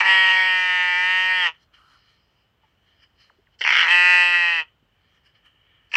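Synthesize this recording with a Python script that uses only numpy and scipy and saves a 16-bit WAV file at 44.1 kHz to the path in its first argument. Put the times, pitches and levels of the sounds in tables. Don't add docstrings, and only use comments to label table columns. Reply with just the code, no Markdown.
import sys
import numpy as np
from scipy import signal
from scipy.fft import rfft, irfft
from scipy.io import wavfile
from scipy.ndimage import uniform_filter1d

SR = 44100
rng = np.random.default_rng(int(sys.argv[2]) if len(sys.argv) > 2 else 0)


def volts_from_db(level):
    exponent = np.asarray(level, float) / 20
    return 10 ** exponent


def wav_out(sig):
    wavfile.write(sys.argv[1], SR, np.round(np.clip(np.atleast_2d(sig).T, -1, 1) * 32767).astype(np.int16))


N = 262836

# t/s, roughness/0-1
ROUGHNESS = [(0, .5), (.06, .4), (.09, .2), (.23, .2), (.28, .27), (.43, .18), (.53, .11), (1.4, .11),
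             (1.52, .3), (3.6, 1), (3.82, .8), (3.92, .26), (4.0, .1), (4.3, .1), (4.5, .18), (4.6, .22),
             (4.66, .4)]
# f/Hz, width/Hz, level/dB
CREAKING_TRACT = [
    [(947, 110, -0.5), (1290, 220, -4.5)],
    [(1788, 120, 0)],
    [(2200, 360, -2), (2690, 300, 1.7), (3030, 300, -1.5)],
    [(4160, 320, -1), (4460, 810, 0), (5800, 920, -5.5)],
    [(7500, 250, -1), (8200, 300, -11.5), (9600, 300, -18)],
]
SIDE_POCKET_HZ, SIDE_POCKET_WIDTH_HZ = 3750, 140
CHEST_HZ = (394, 650)


def in_time(rows):
    s, *columns = np.transpose(rows)
    return [np.interp(np.arange(N) / SR, s, c) for c in columns]


def rms_one(x):
    return x / np.sqrt(np.mean(x ** 2) + 1e-20)


def evened(x, span_s):
    size = int(span_s * SR)
    power = uniform_filter1d(uniform_filter1d(x ** 2, size), size)
    return x / np.sqrt(power + 1e-12)


def passed(x, hz, kind, order):
    return signal.sosfilt(signal.butter(order, hz, kind, fs=SR, output="sos"), x)


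def resonances(x, modes, wander_db=0):
    out = 0
    for k, (hz, width, level_db) in enumerate(modes):
        r = np.exp(-np.pi * width / SR)
        wander = np.interp(np.arange(N), np.linspace(0, N, 60), rng.standard_normal(60))
        poles = [1, -2 * r * np.cos(2 * np.pi * hz / SR), r * r]
        ring = signal.lfilter([1 - r, 0, r - 1], poles, x)
        out = out + (-1) ** k * volts_from_db(level_db + wander_db * wander) * ring
    return out


def swells(rows):
    t = np.arange(N) / SR
    return [volts_from_db(db - 20 * np.maximum((s - t) / rise_s, (t - s) / fall_s)) for s, db, rise_s, fall_s in rows]


def hum():
    # f/Hz, density/dB
    spectrum = [(20, -35.5), (45, 0.5), (100, 0.5), (250, -11.5), (650, -14), (1500, -16), (2400, -21),
                (3000, -16), (3600, -25), (5000, -33), (8000, -38), (10000, -46.5), (12000, -40),
                (15500, -35)]
    floor_hz, floor_db = np.transpose(spectrum)
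    hz = np.arange(N // 2 + 1) * SR / N + 1
    colour = volts_from_db(np.interp(np.log(hz), np.log(floor_hz), floor_db))
    return volts_from_db(-67) * rms_one(irfft(rfft(rng.standard_normal(N)) * colour, N))


def pen(x):
    t60_s, echo_db, first_wall_s = .17, -22, .006
    t = np.arange(int(.4 * SR)) / SR
    tail = rng.standard_normal(len(t)) * volts_from_db(-60 * t / t60_s) * (t > first_wall_s)
    return volts_from_db(echo_db) * signal.fftconvolve(x, tail / np.sqrt(np.sum(tail ** 2)))[:N]


def snuffle():
    # peak t/s, peak level/dB, rise/s, fall/s, upper hiss re peak/dB
    sniffs = [(1.546, -56, .012, 0.069, -19), (1.63, -63.5, 0.055, 0.034, -0.5),
              (1.742, -52.5, 0.014, 0.095, -11), (1.921, -66, 0.14, 0.22, -1),
              (2.1, -62.5, 0.21, 0.25, -8.5), (2.38, -73, 0.16, 0.41, -6.5),
              (2.64, -68.5, .05, 0.22, -16.5), (2.881, -64, 0.11, 0.37, -10.5),
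              (3.038, -56.5, 0.054, .03, -10.5), (3.21, -57, 0.045, 0.15, -4), (3.47, -71, .06, 0.024, -30),
              (3.55, -65, 0.054, .015, -11.5), (4.679, -62, 0.011, .08, -30),
              (5.177, -61.5, 0.34, 0.048, -13.5), (5.266, -58.5, 0.037, 0.062, -13),
              (5.352, -59.5, 0.012, 0.075, -13), (5.462, -52.5, 0.025, 0.042, -27),
              (5.718, -61.5, 0.47, 0.76, -23)]
    # peak t/s, peak level/dB, rise/s, fall/s
    whistles = [
        (1.79, -62, 0.049, 0.26),
        (1.965, -61.5, .3, .03),
    ]
    # f/Hz, width/Hz, level/dB
    nostril_modes = [(1794, 120, -4.5), (2320, 160, -8.5), (2956, 130, 0.5), (3190, 200, -5.5)]
    hiss_modes = [(4200, 190, 3.5), (5000, 260, 0), (5800, 550, -8.5)]
    whistle_modes = [(1284, 220, -2.5), (1560, 230, -10)]
    air = rng.standard_normal((3, N))
    puffs = swells([row[:4] for row in sniffs])
    breath = sum(puffs)
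    hiss = sum(puff * volts_from_db(row[4]) for puff, row in zip(puffs, sniffs))
    whistle = volts_from_db(-12.5) * breath + sum(swells(whistles))
    out = breath * rms_one(resonances(air[0], nostril_modes, wander_db=2.0))
    out += hiss * rms_one(resonances(air[1], hiss_modes, wander_db=4.0))
    return out + whistle * rms_one(resonances(air[2], whistle_modes))


def smacks():
    # t/s, peak level/dB, first f/Hz, last f/Hz, length/s
    parting_lips = [
        (2.635, -53.5, 900, 866, 0.01),
        (3.297, -50.5, 2200, 464, 0.0087),
        (3.385, -58, 357, 430, 0.016),
        (3.47, -53, 2300, 1474, 0.00594),
        (4.826, -56.5, 306.3, 200, 0.0054),
    ]
    break_db, onset_s = 4.5, 0.00037
    out, t = np.zeros(N), np.arange(int(.08 * SR)) / SR
    for s, level_db, first_hz, last_hz, length in parting_lips:
        pitch = last_hz + (first_hz - last_hz) * np.exp(-t / length * 1.5)
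        tear = uniform_filter1d(rng.standard_normal(len(t)), size=70)
        tear = rms_one(uniform_filter1d(tear, size=70))
        ring = np.sin(2 * np.pi * np.cumsum(pitch) / SR)
        envelope = np.exp(-t / length) * (1 - np.exp(-t / onset_s))
        start = round(s * SR)
        out[start:start + len(t)] += volts_from_db(level_db + break_db * tear) * ring * envelope
    return out


def buzz(voice):
    hiss = rms_one(passed(rng.standard_normal(N), (11800, 14500), "band", order=3))
    return volts_from_db(-84) * uniform_filter1d(voice ** 2, size=40) * 30 * hiss


def cavities(source, tract, front_sign):
    front_edge_hz = 2720
    nose_edge_hz, teeth_edges_hz = 5640, (7200, 8770)
    nose_hiss, teeth_hiss = .032, .055
    mouth_lag = 71
    hiss = rng.standard_normal(N) * np.sqrt(uniform_filter1d(source ** 2, size=2000) + 1e-12) * 14
    throat, mouth, front = [passed(resonances(source, modes, wander_db=7.0), front_edge_hz, "low", order=4)
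                            for modes in tract[:3]]
    nose = resonances(source + nose_hiss * hiss, tract[3], wander_db=3.0)
    nose = passed(nose, [SIDE_POCKET_HZ, nose_edge_hz], "band", order=2)
    teeth = passed(resonances(source + teeth_hiss * hiss, tract[4]), teeth_edges_hz, "band", order=2)
    return [throat, -np.pad(mouth, (mouth_lag, 0))[:N], front_sign * front, nose, teeth]


def radiated(voice):
    notch = signal.iirnotch(SIDE_POCKET_HZ, SIDE_POCKET_HZ / SIDE_POCKET_WIDTH_HZ, SR)
    return passed(signal.lfilter(*notch, voice), 655, "high", order=4)


def slips():
    # t/s, level/dB, length/s
    fold_slips = [
        (3.59, -56.5, 0.018),
        (3.609, -24.5, 0.0047),
        (3.614, -17.5, 0.0033),
        (3.623, -29.5, 0.009),
        (3.638, -24, 0.0053),
        (5.916, -38, 0.0061),
        (5.929, -39, 0.0087),
        (5.938, -21, 0.0055),
        (5.953, -15, 0.0088),
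    ]
    cavity_db = [-11.5, -3, 5, -13, -35.5]
    puffs, t = np.zeros(N + SR), np.arange(int(.04 * SR)) / SR
    for s, level_db, length in fold_slips:
        start = round(s * SR)
        puffs[start:start + len(t)] += volts_from_db(level_db) * rng.standard_normal(len(t)) * np.exp(-t / length)
    puffs = puffs[:N] + 1e-9 * rng.standard_normal(N)
    rung = cavities(puffs, CREAKING_TRACT, 1)
    mouth = radiated(sum(volts_from_db(level_db) * rms_one(x) for x, level_db in zip(rung, cavity_db)))
    chest = volts_from_db(-22.5) * rms_one(passed(puffs, CHEST_HZ, "band", order=2))
    return (mouth + chest) * np.std(puffs)


def folds(pitch_hz, jitter, shimmer_db, breath):
    rough, = in_time(ROUGHNESS)
    cycles = np.cumsum(pitch_hz) / SR
    at = np.interp(np.arange(1, int(cycles[-1])), cycles, np.arange(N))
    draws = np.clip(rng.standard_normal((2000, 2)), -1.7, 1.7)[:len(at)]
    here = at.astype(int)
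    late = jitter * rough[here] ** 2.3 * draws[:, 0] * SR / pitch_hz[here]
    at = np.clip(at + late, 20, N - 20)
    taps = np.arange(-16, 17)
    offset = taps - (at % 1)[:, None]
    shape = np.sinc(.8 * offset) * np.cos(np.pi * offset / 36) ** 2
    strength = volts_from_db(shimmer_db * rough[here] ** 2.0 * draws[:, 1])
    pulses = np.zeros(N)
    np.add.at(pulses, at.astype(int)[:, None] + taps, shape * strength[:, None])
    open_phase = signal.lfilter([1], [1, -.99], np.abs(pulses))
    air = passed(rng.standard_normal(N), 1850, "high", order=2)
    return pulses + breath * np.minimum(rough, .7) * (.5 + open_phase) * air


def bleat(rows, give_out, clear_db, tract, front_sign):
    hoarse_db = [15.5, 12.5, 11]
    shut_db = [12, 8.5, 3.5]
    closing_s = 0.017
    teeth_re_nose_db, teeth_follow, usual_db = -14.5, .9, -19
    chest_db, belly_db, chest_creak_db = -29, -42, 3
    chest_shut_db = 13

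    t = np.arange(N) / SR
    end, sag_hz, lead_s, fade_db = give_out
    pitch_hz, mouth_db = in_time(rows)
    pitch_hz = pitch_hz - sag_hz * np.exp(np.minimum(t - end, closing_s) / lead_s)
    teeth_db = clear_db[2] + teeth_re_nose_db + teeth_follow * (mouth_db - usual_db)
    mouth_db = mouth_db - fade_db * np.maximum(t - end, 0)
    rough, = in_time(ROUGHNESS)
    shut = np.clip((t - end) / closing_s, 0, 1)
    throat_db, front_db, nose_db = [db + hoarse * rough + closed * shut
                                    for db, hoarse, closed in zip(clear_db, hoarse_db, shut_db)]

    source = folds(pitch_hz, jitter=.2, shimmer_db=6.5, breath=.09)
    creak = np.clip((rough - .3) / .5, 0, 1)
    levels_db = [throat_db, 0, front_db, nose_db, teeth_db]
    voice = 0
    for clear, tight, level_db in zip(cavities(source, tract, front_sign),
                                      cavities(source, CREAKING_TRACT, 1), levels_db):
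        blend = (1 - creak) * evened(clear, .04) + creak * evened(tight, 0.013)
        voice = voice + volts_from_db(level_db) * blend
    voice = radiated(voice)

    chest = evened(passed(source, CHEST_HZ, "band", order=2), 0.054)
    chest = volts_from_db(chest_db + chest_creak_db * creak + chest_shut_db * shut) * chest
    belly = evened(passed(source, (120, 240), "band", order=2), 0.054)
    belly = volts_from_db(belly_db + chest_creak_db * creak) * belly
    onset = np.clip((t - rows[0][0]) / .012 + 1, 0, 1)
    return (voice + chest + belly) * volts_from_db(mouth_db) * onset


def first_bleat():
    # t/s, pitch f/Hz, level/dB
    effort = [
        (0, 193, -13.5),
        (.03, 193.6, -21.5),
        (.09, 191, -14.5),
        (.25, 188.3, -17),
        (.47, 186.2, -18.5),
        (.674, 182.2, -20.5),
        (.942, 178.8, -20.5),
        (1.12, 184.6, -20),
        (1.3, 186.2, -20),
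    ]
    # f/Hz, width/Hz, level/dB
    open_tract = [
        [(907, 31, 16), (1204, 1600, -13.5)],
        [(1886, 92, 1)],
        [(2300, 31, 15.5), (2796, 380, 8.5), (3222, 73, 9)],
        [(4330, 550, 5), (5300, 650, 2), (6080, 900, 0)],
        [(7810, 140, -2), (8570, 83, -11.5), (9400, 690, -11)],
    ]
    give_out = (1.4706, 19, .055, 765)   # t/s, pitch sag/Hz, sag lead/s, fade/dB per s
    clear_db = [-14, -5, -23.5]
    return bleat(effort, give_out, clear_db, open_tract, 1)


def second_bleat():
    # t/s, pitch f/Hz, level/dB
    effort = [
        (3.655, 171.2, -25),
        (3.735, 169.4, -23),
        (3.88, 169.8, -19.5),
        (3.91, 176, -16),
        (4.092, 178.8, -15),
        (4.23, 177, -15),
        (4.312, 176.1, -18),
        (4.462, 172.5, -20),
        (4.59, 170.8, -23.5),
    ]
    # f/Hz, width/Hz, level/dB
    open_tract = [
        [(931, 88, 15), (1370, 100, 0)],
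        [(1898, 120, 0)],
        [(2392, 98, -8), (2600, 91, 0.94), (3089, 160, 0)],
        [(4050, 1200, 5.5), (5100, 540, -20), (5500, 330, -9)],
        [(7770, 120, -2), (8430, 100, -7), (9750, 150, -6)],
    ]
    give_out = (4.6, 11, 0.057, 780)   # t/s, pitch sag/Hz, sag lead/s, fade/dB per s
    clear_db = [-18, -4, -22]
    return bleat(effort, give_out, clear_db, open_tract, -1)


def scene():
    voice = first_bleat() + second_bleat() + slips()
    voice = passed(1.3 * np.tanh(voice / 1.3), 10000, "low", order=8)
    return (voice + pen(voice) + buzz(voice) + snuffle() + smacks() + hum())[None]


def low_pass(x):
    return signal.sosfilt(signal.butter(12, 15525, fs=SR, output="sos"), x)


def record(dry):
    mix = 2.41 * np.tanh(dry / 2.458)
    return low_pass(mix)


dry = scene()
out = record(dry)
wav_out(out)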